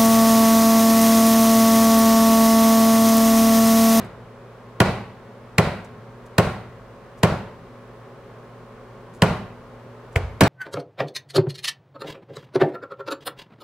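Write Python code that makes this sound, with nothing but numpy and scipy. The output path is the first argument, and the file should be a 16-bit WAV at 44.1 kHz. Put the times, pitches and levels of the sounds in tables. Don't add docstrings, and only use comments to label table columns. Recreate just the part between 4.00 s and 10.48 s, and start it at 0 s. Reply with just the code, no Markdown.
import sys
import numpy as np
from scipy import signal
from scipy.fft import rfft, irfft
from scipy.io import wavfile

SR = 44100
rng = np.random.default_rng(int(sys.argv[2]) if len(sys.argv) > 2 else 0)


def inscribe(sig):
    pcm = np.round(np.clip(np.atleast_2d(sig).T, -1, 1) * 32767)
    wavfile.write(sys.argv[1], SR, pcm.astype(np.int16))


N = 285768
LEAD_IN = SR // 4


def from_db(db):
    return 10 ** (np.asarray(db) / 20)


def at_hz(points, hz):
    f, value = np.transpose(points)
    return np.interp(np.log(np.maximum(hz, 1)), np.log(f), value)


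def low_pass(x, hz, order=2):
    return signal.sosfilt(signal.butter(order, min(hz, .45 * SR), fs=SR, output="sos"), x)


def resonance(x, hz, width_hz):
    r = np.exp(-np.pi * width_hz / SR)
    feedback = [1, -2 * r * np.cos(2 * np.pi * hz / SR), r * r]
    return signal.lfilter(np.array([1, 0, -1]) * (1 - r * r) / 2, feedback, x)


def add(track, sound, time_s):
    start = LEAD_IN + round(time_s * SR)
    part = sound[..., :track.shape[-1] - start]
    track[:, start:start + part.shape[-1]] += part


def stereo_noise(spectrum, correlation, size):
    hz = np.fft.rfftfreq(size, 1 / SR)
    mid, side = rfft(rng.standard_normal((2, size))) * from_db(at_hz(spectrum, hz))
    alike = np.clip(at_hz(correlation, hz), -1, 1)
    return irfft(np.sqrt((1 + alike) / 2) * mid + np.sqrt((1 - alike) / 2) * side * [[1], [-1]], size)


def dying_noise(spectrum, t60s, correlation, size):
    t, hz = np.arange(size) / SR, np.fft.rfftfreq(size, 1 / SR)
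    white = rfft(stereo_noise([(1, 0), (SR, 0)], correlation, size))
    out = 0
    for centre_hz in 45 * 2 ** np.arange(0, 9, .5):
        octaves = np.log2(np.maximum(hz, 1) / centre_hz)
        window = np.cos(np.pi / 2 * np.clip(2 * octaves, -1, 1)) ** 2
        band = irfft(white * window, size) * from_db(-60 * t / at_hz(t60s, centre_hz))
        norm = np.sqrt(2 * window.mean() / np.sum(band ** 2))
        out = out + band * norm * from_db(at_hz(spectrum, centre_hz))
    return out


# (frequency [Hz], relative density [dB])
CLATTER_SPECTRUM = [(60, -31), (150, -25.5), (300, 5), (600, 3), (1200, -4.5), (2400, -8.5), (4500, -24),
                    (8000, -25), (15000, -36)]
# (frequency [Hz], t60 [s])
CLATTER_DECAY = [(100, 0.11), (600, 0.13), (2000, 0.1), (10000, 0.085)]
# (frequency [Hz], correlation [-1..1])
NEAR_CORRELATION = [(100, 0.83), (500, 1), (1000, 0.81), (3000, 0.4), (12000, 0.15)]


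def clatter():
    return dying_noise(CLATTER_SPECTRUM, CLATTER_DECAY, NEAR_CORRELATION, size=SR // 4)


def snaps(t, spread_s, touch_db=-16, level_db=-0.5, side_db=-7):
    touch = from_db(touch_db) * np.exp(-.5 * (t / (2 * spread_s)) ** 2)
    buckle = np.exp(-.5 * (t / spread_s) ** 2)
    mid, side = rng.standard_normal((2, len(t)))
    return from_db(level_db) * (touch + buckle) * (mid + from_db(side_db) * side * [[1], [-1]])


# (frequency [Hz], width [Hz], gain [dB])
SHELL_MODES = [(1470, 190, -4), (1935, 110, 1), (2400, 920, -2.5), (3110, 2230, -5), (3890, 770, -3),
               (5130, 550, -13.5), (6840, 7400, -16.5), (9180, 840, -11.5), (13600, 6400, -24.5)]


def shell(x, top_hz):
    modes = sum((-1) ** k * from_db(db) * resonance(x, hz, width_hz)
                for k, (hz, width_hz, db) in enumerate(SHELL_MODES))
    return low_pass(modes, top_hz)


def pop(t, hz, t60_s=.0075, level_db=2.5):
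    return np.sin(2 * np.pi * hz * t) * from_db(level_db - 60 * t / t60_s)


# (time [s], force [dB], crackle [dB], crackle top [Hz], pop [Hz], pop level [dB], on rim [bool])
BOTTLE_BLOWS = [(-0.15, -1, 1, 12000, 2200, -22, False), (0.8031, 1.5, 6, 12200, 2950, -14, False),
                (1.5835, -0.5, 5.5, 12000, 2390, -2.5, False), (2.3830, 0, 2.5, 18000, 8800, -14, False),
                (3.2331, 0, 0.5, 13000, 1890, -12, False), (5.2212, 0.3, 2.5, 11500, 2990, -7.5, False),
                (6.1605, -10.5, -16.5, 13000, 2220, -7.5, False), (6.4090, 5, 8.5, 15000, 1630, -13, True)]
SLAP_LAG_S = .0255


def contacts(slap_db=-12, slap_crackle_db=-17, slap_pop_hz=2580, slap_pop_db=-9):
    for time_s, force_db, crackle_db, top_hz, pop_hz, pop_db, on_rim in BOTTLE_BLOWS:
        yield time_s, force_db, crackle_db, top_hz, pop_hz, pop_db
        if on_rim:
            yield (time_s + SLAP_LAG_S, force_db + slap_db, crackle_db + slap_crackle_db,
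                   top_hz, slap_pop_hz, slap_pop_db)


def knocks(t):
    touch_db, touch_lead_s = 10.5, .0027
    buckle_s, buckle_octaves_per_db, snaps_lag_s, preroll_s = .0009, -.055, .0003, .01
    clatter_db, fresh_db, clatter_lag_s = 25.5, -5, .0006
    room_crackle_db, room_pop_db, room_clatter_db = 28.0, -3.5, 28.5
    near, room = np.zeros((2, 2, LEAD_IN + N))
    click = signal.unit_impulse(len(t))
    spot = clatter()
    for time_s, force_db, crackle_db, top_hz, pop_hz, pop_db in contacts():
        slowness = 2 ** (buckle_octaves_per_db * force_db)
        fresh = clatter()
        crackle = shell(snaps(t - preroll_s - snaps_lag_s, buckle_s * slowness), top_hz)
        note = from_db(pop_db) * pop(t, pop_hz)
        ringing = spot + from_db(fresh_db) * fresh
        add(near, from_db(touch_db) * fresh, time_s - touch_lead_s * slowness)
        add(near, from_db(crackle_db) * crackle, time_s - preroll_s)
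        add(near, note, time_s)
        add(near, from_db(clatter_db + force_db) * ringing, time_s + clatter_lag_s)
        bottle = from_db(room_crackle_db + crackle_db) * shell(click, top_hz)
        bottle += from_db(room_pop_db) * note
        counter = from_db(room_clatter_db + force_db) * resonance(click, hz=650, width_hz=1300)
        add(room, kitchen(bottle) + kitchen(counter), time_s)
    return near, room


# (frequency at pitch 1 [Hz], relative level [dB], t60 [s])
THUD_MODES = [(124.6, -1, 0.08), (152.4, -16.5, 0.26), (170.1, -0.5, 0.089), (192.2, -18, 0.29),
              (228, -29, 0.045), (317, -12.5, 0.053), (374.3, -20, 0.13), (448.5, -17.5, 0.11),
              (548.6, -14, 0.071), (610.4, -11.5, 0.06), (781, -12.5, 0.044), (1041, -16, 0.074),
              (1129, -25.5, 0.2), (1436, -17, 0.095)]


def thud(t, contact_hz, pitch, scatter_db=0.85, build_s=0.0023, radiate_hz=110):
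    hz, level_db, t60_s = np.transpose(THUD_MODES)[:, :, None]
    level_db = level_db + scatter_db * rng.standard_normal(hz.shape)
    modes = from_db(level_db - 60 * t / t60_s) * np.sin(2 * np.pi * pitch * hz * t)
    ringing = modes.sum(0) * (1 - np.exp(-t / build_s))
    radiated = ringing - low_pass(ringing, radiate_hz, order=1)
    return low_pass(radiated, contact_hz)


def thuds(t):
    level_db, level_db_per_db = -0.2, .4
    pitch, pitch_per_db = .96, 0.0252
    base_contact_hz, contact_octaves_per_db = 2400, 0.43
    lag_s, lag_s_per_db = 0.003948, .0003
    rim_db, rim_water_lag_s = -2, 0.01754
    track = np.zeros((2, LEAD_IN + N))
    for time_s, force_db, *_, on_rim in BOTTLE_BLOWS:
        gain = from_db(level_db + level_db_per_db * force_db)
        contact_hz = base_contact_hz * 2 ** (contact_octaves_per_db * force_db)
        lands_s = time_s + lag_s + lag_s_per_db * force_db
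        if on_rim:
            add(track, gain * from_db(rim_db) * thud(t, contact_hz, pitch=1.55), lands_s)
            add(track, gain * thud(t, contact_hz=272, pitch=0.903), time_s + rim_water_lag_s)
        else:
            add(track, gain * thud(t, contact_hz, pitch + pitch_per_db * force_db), lands_s)
    return track


# (frequency [Hz], gain [dB])
KITCHEN_SPECTRUM = [(50, 4), (110, -18), (190, -11), (400, 0.5), (800, -3.5), (1600, -10), (3500, -14),
                    (7000, -16), (14000, -24.5)]
# (frequency [Hz], t60 [s])
KITCHEN_DECAY = [(60, 0.57), (160, 0.84), (420, 0.53), (1100, 0.59), (2900, 0.56), (7700, 0.43),
                 (14000, 0.59)]
# (frequency [Hz], correlation [-1..1])
KITCHEN_CORRELATION = [(50, 0.96), (200, 0.95), (500, 0.94), (1000, 0.82), (2000, 0.73), (5000, 0.17),
                       (15000, 0)]


def kitchen(x, build_s=0.037):
    tail = dying_noise(KITCHEN_SPECTRUM, KITCHEN_DECAY, KITCHEN_CORRELATION, size=2 ** 15)
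    t = np.arange(tail.shape[1]) / SR
    tail *= 1 - np.exp(-(t / build_s) ** 2)
    return signal.fftconvolve(x[None], tail, axes=1)[:, :len(x)]


# (frequency [Hz], width [Hz], gain [dB])
STANDING_WAVES = [(46, 1.5, -10), (59.75, 2.5, -0.5), (88.2, 4, 2), (105.6, 1.7, -4), (177, 1.8, -16.5)]


def room_boom(x, echo_s=.083, echo_db=-15, echo_top_hz=900):
    waves = sum(from_db(db) * resonance(x, hz, width_hz) for hz, width_hz, db in STANDING_WAVES)
    echo = np.pad(low_pass(x, echo_top_hz), (round(echo_s * SR), 0))[:len(x)]
    return waves + from_db(echo_db) * echo


# (frequency [Hz], relative density [dB])
AIR_SPECTRUM = [(25, -23), (50, -7.5), (80, -23.5), (110, -7), (150, -11.5), (240, -10), (310, -20),
                (370, -8.5), (540, -11), (750, -17), (1100, -16), (2600, -31.5), (7000, -45.5),
                (16000, -53.5)]
# (frequency [Hz], relative level [dB])
MOTOR_TONES = [(118.4, -53), (242.2, -57), (436.0, -61), (554.5, -59), (1077, -64)]


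def fridge(air_db=-44.5, hum_db=4.0, overtone_db=-1.5, waver=0.15, waver_hz=3.8):
    t = np.arange(N) / SR
    air = stereo_noise(AIR_SPECTRUM, KITCHEN_CORRELATION, N)
    out = from_db(air_db) * air / air.std()
    for k, (hz, db) in enumerate(MOTOR_TONES):
        drift = low_pass(rng.standard_normal((2, N + SR)), waver_hz)[:, SR:]
        swell, phase = waver * drift / drift.std()
        amplitude = np.sqrt(2) * from_db(db + hum_db + overtone_db * (k > 0))
        out += amplitude * (1 + swell) * np.sin(2 * np.pi * hz * t + phase)
    return out


def slip_strength(size, spread_db=6.0, hold_s=0.00032):
    draws = from_db(spread_db * rng.standard_normal(size))
    strength = draws[(np.arange(size) / (hold_s * SR)).astype(int)]
    return strength / np.sqrt(np.mean(strength ** 2))


# (time [s], relative level [dB], rise [s])
GRIP_CREAKS = [(0.047, -46.5, .008), (1.845, -47.5, 0.0074), (2.258, -49, .006), (3.179, -51, 0.012),
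               (5.14, -49.5, .017), (6.126, -50.5, 0.0079)]


def creaks(centre_hz=6900, width_hz=5000, gain_db=-4.5):
    track, t = np.zeros((2, LEAD_IN + N)), np.arange(SR // 5) / SR
    for time_s, db, rise_s in GRIP_CREAKS:
        slips = rng.standard_normal(len(t)) * slip_strength(len(t))
        envelope = t / rise_s * np.exp(1 - t / rise_s)
        rub = resonance(slips, centre_hz, width_hz) * envelope
        add(track, from_db(db + gain_db) * rub, time_s - rise_s / 2)
    return track


# (frequency [Hz], level [dB], t60 [s])
TINKLE_MODES = [(4330, -24.5, 0.09), (5620, -32, 0.11), (7850, -34, 0.14)]


def tinkle(t):
    track = np.zeros((2, LEAD_IN + N))
    ringing = sum(from_db(db - 60 * t / t60_s) * np.sin(2 * np.pi * hz * t)
                  for hz, db, t60_s in TINKLE_MODES)
    for time_s, *_, on_rim in BOTTLE_BLOWS:
        if on_rim:
            add(track, ringing, time_s + SLAP_LAG_S)
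    return track


def scene(left_lag_s=.000022, right_db=1.0):
    t = np.arange(2 ** 15) / SR
    near, room = knocks(t)
    booms = thuds(t)
    room += kitchen(booms[0]) + room_boom(booms[0])
    near += booms + creaks() + tinkle(t)
    hz = np.fft.rfftfreq(near.shape[1], 1 / SR)
    left = irfft(rfft(near[0]) * np.exp(-2j * np.pi * hz * left_lag_s), near.shape[1])
    direct = np.array([left, from_db(right_db) * near[1]])
    return (direct + room)[:, LEAD_IN:] + fridge()


def record(dry):
    ceiling, cutoff_hz = .52, 15900
    clipped = dry / (1 + (dry / ceiling) ** 8) ** (1 / 8)
    return signal.sosfilt(signal.ellip(10, .2, 80, cutoff_hz, fs=SR, output="sos"), clipped)


dry = scene()
out = record(dry)
inscribe(out)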